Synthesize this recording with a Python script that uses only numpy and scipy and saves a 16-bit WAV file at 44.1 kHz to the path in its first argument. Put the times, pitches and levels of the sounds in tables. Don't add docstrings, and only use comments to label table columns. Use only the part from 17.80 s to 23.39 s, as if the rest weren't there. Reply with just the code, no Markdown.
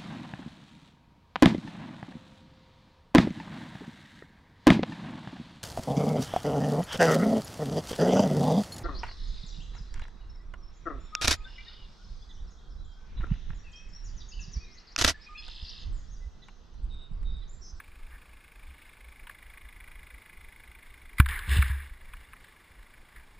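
import sys
import numpy as np
from scipy import signal
from scipy.io import wavfile
from scipy.ndimage import uniform_filter1d

SR = 44100
rng = np.random.default_rng(int(sys.argv[2]) if len(sys.argv) > 2 else 0)


def unload_audio(sound):
    columns = np.transpose(np.atleast_2d(sound))
    steps = np.round(np.clip(columns, -1, 1) * 32767)
    wavfile.write(sys.argv[1], SR, steps.astype(np.int16))


def voltage_ratio(decibels):
    exponent = np.asarray(decibels, float) / 20
    return 10 ** exponent


N = 246519


def evened(x):
    return x / np.sqrt(np.mean(x ** 2) + 1e-20)


def noise():
    return rng.standard_normal(N)


def curves(tables):
    s, *columns = np.vstack(tables).T
    return [np.interp(np.arange(N) / SR, s, column) for column in columns]


def lumps(seconds):
    size = int(seconds * SR)
    return evened(uniform_filter1d(uniform_filter1d(noise(), size), size))


def coloured(x, points):
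    hz, db = np.transpose(points)
    bin_hz = abs(np.fft.fftfreq(2 ** 14, 1 / SR))
    gain_db = np.maximum(np.interp(np.log(bin_hz + 1), np.log(hz), db), -100)
    log_gain = np.log(voltage_ratio(gain_db))
    taps = np.fft.ifft(np.exp(np.conj(signal.hilbert(log_gain)))).real[:2 ** 13]
    return evened(signal.oaconvolve(x, taps)[:N])


def resonate(x, hz, width_hz):
    turn = np.exp(2j * np.pi * np.cumsum(hz * np.ones(len(x))) / SR)
    r = np.exp(-np.pi * width_hz / SR)
    return 2 * (turn * signal.lfilter([1 - r], [1, -r], x / turn)).real


def body(x, modes):
    total = 0
    for k, (hz, width_hz, db) in enumerate(modes):
        ring = resonate(resonate(x, hz, width_hz), hz, width_hz)
        total = total + (-1) ** k * voltage_ratio(db) * evened(ring)
    return total


def low_pass(x, hz, size):
    taps = signal.firwin(size, hz, window=("kaiser", 7), fs=SR)
    return signal.oaconvolve(x, taps[None], "same")


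def swings(blows):
    t = np.arange(N) / SR
    s, db, hz, rise_s, t60_s = np.transpose(blows)[:, :, None]
    age = np.maximum(t - s, 0)
    rise = np.sin(np.pi / 2 * np.minimum(age / rise_s, 1)) ** 2
    fade = rise * voltage_ratio(-60 * np.maximum(age - rise_s, 0) / t60_s)
    return (voltage_ratio(db) * fade * np.sin(2 * np.pi * hz * age)).sum(0)


PADDING_DB = -11
# start_s, peak_db, swing_hz, rise_s, t60_s
FORWARD_BLOWS = [
    (3.4035, -11, 60, .003, .04),
    (3.4035, -17, 67, .003, .36),
    (3.674, -17.5, 68, .055, .25),
    (3.6765, -31, 90, .004, .04),
    (3.688, -27, 90, .004, .05),
    (3.7655, -18, 84, .003, .15),
    (3.787, -12, 67, .005, .29),
    (3.897, -20.5, 69, .007, .38),
]
# start_s, peak_db, swing_hz, rise_s, t60_s
BACKWARD_BLOWS = [
    (3.3988, -4, 102, .0025, .022),
    (3.832, -23, 62, .006, .06),
]


def jolts():
    swing = swings(FORWARD_BLOWS) - swings(BACKWARD_BLOWS)
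    rounded = signal.sosfiltfilt(signal.butter(3, 270, fs=SR, output="sos"), swing)
    return rounded + voltage_ratio(PADDING_DB) * (swing - rounded)


def grit(per_s, spread_db, smooth):
    size = voltage_ratio(spread_db * np.minimum(rng.exponential(1, N), 4)) * noise()
    return evened(size * (rng.random(N) < per_s / SR)) + smooth * noise()


def patchy(x, depth_db):
    z = signal.stft(x, nperseg=256, noverlap=192)[2]
    patches = uniform_filter1d(rng.standard_normal(z.shape), size=3, axis=0)
    patches = evened(uniform_filter1d(patches, size=4, axis=1))
    return evened(signal.istft(z * voltage_ratio(depth_db * patches), nperseg=256, noverlap=192)[1][:N])


HOLD_S, SHAKE_DB, THUD_DB = 0.053, -9, -13
# start_s, bite_s, level_db, t60_s, sharp_edge_db
STROKES = [
    (3.472, 0.019, -37, 0.57, -12),
    (3.59, .03, -48, 0.34, -10),
    (3.654, 0.071, -35, 0.24, -2.5),
    (3.824, 0.0093, -41, 0.26, -7),
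    (3.9, 0.017, -48, 0.52, -12),
]
# middle_s, peak_db, length_s, sharp_edge_db
SCUFFS = [
    (.34, -56, .08, -17),
    (1.02, -64.5, .37, -3),
    (3.08, -63, .12, -7),
    (4.04, -66, .1, 2),
    (4.3, -63, .1, -16),
    (4.43, -63, .12, -3),
    (4.67, -68, .15, 1),
    (5.37, -61, .14, -10),
    (5.14, -67, .06, -8),
]
# freq_hz, level_db
CRUST = [(180, -53), (300, -48.5), (403, -23), (571, -63), (759, -26), (864, -20), (1150, -12), (1350, -16),
         (1660, -4.5), (2350, -11), (2700, -28), (3510, -79), (5940, -120)]
# freq_hz, level_db
EDGE = [(1530, -46), (2600, -2.5), (2820, 0.5), (3220, -5.5), (3550, -1.5), (4630, -15), (5200, -11),
        (5430, -19), (5900, -65), (7670, -96), (13000, -120)]


def skis():
    t = np.arange(N) / SR
    s, bite_s, db, t60_s, sharp_db = np.transpose(STROKES)[:, :, None]
    fade_db = -60 * np.maximum(t - s - bite_s - HOLD_S, 0) / t60_s
    drags = np.clip((t - s) / bite_s, 0, 1) ** 1.25 * voltage_ratio(db + fade_db)
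    drag = np.linalg.norm(drags, axis=0)
    bite = np.linalg.norm(drags * voltage_ratio(sharp_db), axis=0)

    s, db, length_s, sharp_db = np.transpose(SCUFFS)[:, :, None]
    scuffs = voltage_ratio(db) * np.exp(-(2 * (t - s) / length_s) ** 2)
    dull = drag + scuffs.sum(0)
    sharp = bite + (scuffs * voltage_ratio(sharp_db)).sum(0)

    crust = patchy(coloured(grit(per_s=1800, spread_db=2.5, smooth=3.2), CRUST), depth_db=2.3)
    crust = voltage_ratio(1.0 * lumps(.008)) * crust
    edge = patchy(coloured(grit(per_s=1800, spread_db=6.0, smooth=1.6), EDGE), depth_db=0.0)
    edge = voltage_ratio(1.04 * lumps(0.0031)) * edge
    shake = body(noise(), [(63.0, 49.0, SHAKE_DB)])
    thud = body(noise(), [(306, 390, THUD_DB)])
    return dull * crust + sharp * edge + drag * shake + bite * thud


CASE_DB, CASE_DB_PER_OCTAVE = 0, -17
# start_s, peak_db, ring_hz, treble_db, t60_s
TICKS = [(0, -33, 1700, -16, 0.0091), (1.469, -36, 1405, -10.5, 0.029), (1.494, -32.5, 1740, -14, 0.03),
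         (3.3817, -22, 2150, -13.5, 0.084), (3.399, -7.5, 1543, -13, 0.02),
         (3.412, -36.5, 1580, -15, 0.065), (3.4592, -23.5, 1680, -8.5, 0.026),
         (3.486, -31.5, 1700, -1.5, 0.062), (3.591, -31, 1700, -0.5, 0.017), (3.782, -30, 1570, -18, 0.022),
         (3.819, -22.5, 2280, -11, 0.033), (3.823, -18.5, 1700, -14, .02), (3.898, -31, 1820, -16, .014),
         (4.002, -42, 1710, -15, .019), (4.335, -35, 1440, -12, 0.019), (4.532, -35.5, 1475, -19, 0.023),
         (4.641, -45, 1740, -5, 0.047), (5.361, -43, 2030, -7, 0.065)]
# centre_hz, width_hz, level_db
CASE = [(1065, 560, 6), (1385, 1100, 6), (1700, 80, -8.5), (2300, 470, -4.5)]


def ticks():
    out = np.zeros(N + SR)
    t = np.arange(SR // 8) / SR
    for s, db, hz, treble_db, t60_s in TICKS:
        rattle = rng.standard_normal(len(t)) * np.minimum(t / 0.00069, 1) * voltage_ratio(-60 * t / t60_s)
        case_db = CASE_DB + CASE_DB_PER_OCTAVE * np.log2(hz / 1500)
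        ring = voltage_ratio(case_db) * evened(body(rattle, CASE)) + body(rattle, [(hz, 450, 0)])
        bright = body(rattle, [(3290, 1670, 23.0), (5400, 1700, -29)])
        tick = ring / abs(ring).max() + voltage_ratio(treble_db) * bright / abs(bright).max()
        out[round(s * SR):][:len(t)] += voltage_ratio(db) * tick
    return signal.sosfilt(signal.butter(8, 940, "high", fs=SR, output="sos"), out[:N])


CHUG_HZ = 26.4
FACING_DB = -60
LOW_DB, LOW_LAG, HIGH_DB, HIGH_LAG = -2.5, 0.58, -5, 0.39
# time_s, lead_turns
CHUG_LEAD = [(0, -.15), (.3, -.15), (1.1, .06), (2.4, .08), (3.2, .0), (4.2, -.23), (4.85, -.87),
             (5.6, -.5)]
# time_s, chug_db, exhaust_hz
ENGINE = [
    (0, -63, 2300),
    (.4, -63, 2300),
    (1.2, -59, 2260),
    (1.7, -56, 2123),
    (2.4, -56.5, 2155),
    (3.3, -58, 2130),
    (4.1, -61.5, 2080),
    (4.6, -64, 2080),
    (5.59, -67.5, 2144),
]
# centre_hz, width_hz, level_db
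ENGINE_LOW = [(895, 30, -18.5), (1134, 200, -9.5), (1542, 200, -8.5), (1722, 96, -7.5)]
# centre_hz, width_hz, level_db
ENGINE_HIGH = [(2820, 160, -9), (3380, 560, -6.5), (3787, 1050, -12)]


def puff(since, rise, length):
    return np.minimum(since / rise, 1) * np.exp(-(since / length) ** 2)


def engine():
    t = np.arange(N) / SR
    chug_db, exhaust_hz = curves([ENGINE])
    low_db = LOW_DB - LOW_LAG * (chug_db - FACING_DB)
    high_db = HIGH_DB - HIGH_LAG * (chug_db - FACING_DB)
    turns = CHUG_HZ * t + curves([CHUG_LEAD])[0] + .02 * lumps(.02) + .16
    blur = 0.07 * np.clip(t - 3.2, 0, 1)
    strength_db = 1.1 * rng.standard_normal(200)[turns.astype(int)]

    main = voltage_ratio(strength_db) * puff(turns % 1, rise=0.19, length=0.23)
    weaker = 0.27 * puff((turns - .55) % 1, rise=0.23, length=0.088)
    gate = main + weaker + 0.13 + blur
    hiss = gate * noise()
    pipe = body(noise(), [(exhaust_hz * 0.942, 170, 0.5), (exhaust_hz * 1.036, 170, 0.5),
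                          (exhaust_hz * 1.13, 200, -5)])
    exhaust = gate * pipe / uniform_filter1d(pipe ** 2, size=350) ** 0.8
    sharp = body((main + 0.14 + blur) * noise(), ENGINE_HIGH)
    return voltage_ratio(chug_db) * (evened(exhaust) + voltage_ratio(low_db) * body(hiss, ENGINE_LOW) + voltage_ratio(high_db) * sharp)


AIR_DB, SWAY_DB, LUMPY_DB, GUST_S = -61.5, -6.5, 4, 0.075
# time_s, wind_db
BREEZE = [(0, -54), (1.0, -57), (2.0, -54), (3.0, -56.5), (4.2, -51), (4.8, -59.5), (5.59, -58)]
# freq_hz, level_db
BUFFET = [(8, -9), (20, 10.5), (40, 2), (55, 3), (90, -52.5)]
# freq_hz, level_db
AIR = [(53, -19.5), (90, -2.5), (113, -6), (209, -8.5), (486, -13), (570, -14), (679, -15), (868, -11),
       (1320, -13), (2130, -13.5), (2920, -20), (5310, -22), (6000, -16.5), (7800, -91), (13200, -120)]
# middle_s, peak_db, flap_hz
GUSTS = [(0.121, -50.5, 30.2), (.24, -37.5, 21.4), (.3, -49, 60.7), (.38, -53, 24.4), (.56, -48, 21),
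         (0.781, -46, 40), (.85, -43, 24.3), (.9, -44, 66), (1.279, -46.5, 61.6), (1.431, -44, 25.1),
         (1.651, -51.5, 53.4), (2.009, -51, 36.6), (2.19, -46, 25), (2.24, -49, 62), (2.35, -49.5, 50),
         (2.63, -48, 56), (3.069, -48, 21.1), (3.172, -53, 61.7), (3.26, -41.5, 20.6), (3.34, -43, 39.5),
         (3.48, -32, 24.3), (3.571, -34.5, 29.6), (3.65, -36.5, 35), (4.39, -47, 48.2), (5.0, -46.5, 42.6),
         (5.38, -51, 54.5)]


def wind():
    breeze = voltage_ratio(curves([BREEZE])[0] + LUMPY_DB * lumps(.04))
    buffet = coloured(noise(), BUFFET)
    sway = resonate(resonate(noise(), 57.0, 26.7), 57.0, 26.7)
    air = voltage_ratio(AIR_DB + 0.82 * lumps(0.012)) * patchy(coloured(noise(), AIR), depth_db=0.2)
    gusts = np.zeros(N)
    age = np.arange(-SR // 10, SR // 10) / SR
    for s, db, hz in GUSTS:
        flap = np.exp(-(2 * age / GUST_S) ** 2) * np.sin(2 * np.pi * (hz * age + rng.random()))
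        gusts[round(s * SR) - SR // 10:][:len(age)] += voltage_ratio(db) * flap
    return breeze * (buffet + voltage_ratio(SWAY_DB) * evened(sway)) + gusts + air


def scene():
    mono = jolts() + skis() + ticks() + engine() + wind()
    return np.array([mono, mono])


# freq_hz, level_db
APART = [(18, -24), (30, -19), (211, -2), (815, 0.5), (1780, -2), (2250, -18), (2990, 11.5), (5030, 12),
         (6040, -9), (7060, 1), (10700, -14), (12200, -32), (15000, -77)]


def spread(held):
    loudness = np.sqrt(abs(uniform_filter1d(np.diff(held[0], prepend=0) ** 2, size=1500)))
    apart = voltage_ratio(-25.5) * loudness * coloured(noise(), APART)
    apart = apart + voltage_ratio(-35) * lumps(.003) * uniform_filter1d(held[0], size=60)
    return held + np.array([apart, -apart])


GAP_CENTRE_HZ, GAP_WIDTH_HZ, GAP_SHARE, FAINT_DB = 12100, 1700, .55, -88


def gaps(x):
    hz, t, z = signal.stft(x, SR, nperseg=1024)
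    chance = rng.random((65, len(t) // 2 + 1))
    chance = np.repeat(np.repeat(chance, 8, axis=0), 2, axis=1)[:len(hz), :len(t)]
    centre = 1 - (2 * (hz - GAP_CENTRE_HZ) / GAP_WIDTH_HZ) ** 4
    kept = (chance > GAP_SHARE * centre[:, None]) | (abs(z) > voltage_ratio(FAINT_DB))
    return signal.istft(z * kept, SR, nperseg=1024)[1][:, :N]


def roll_off(x):
    return signal.sosfilt(signal.butter(12, 16520, fs=SR, output="sos"), x)


SLOW_EDGE_HZ, TOP_EDGE_HZ = 5730, 15230


def record(dry):
    slow = signal.resample_poly(low_pass(dry, SLOW_EDGE_HZ, size=201), 40, 147, axis=1)
    held = signal.resample_poly(np.repeat(slow, 4, axis=1), 147, 160, axis=1)[:, 1:]
    held = np.pad(held, ((0, 0), (0, 8)))[:, :N]
    mix = gaps(low_pass(spread(held), TOP_EDGE_HZ, size=301))
    return roll_off(mix)


dry = scene()
out = record(dry)
unload_audio(out)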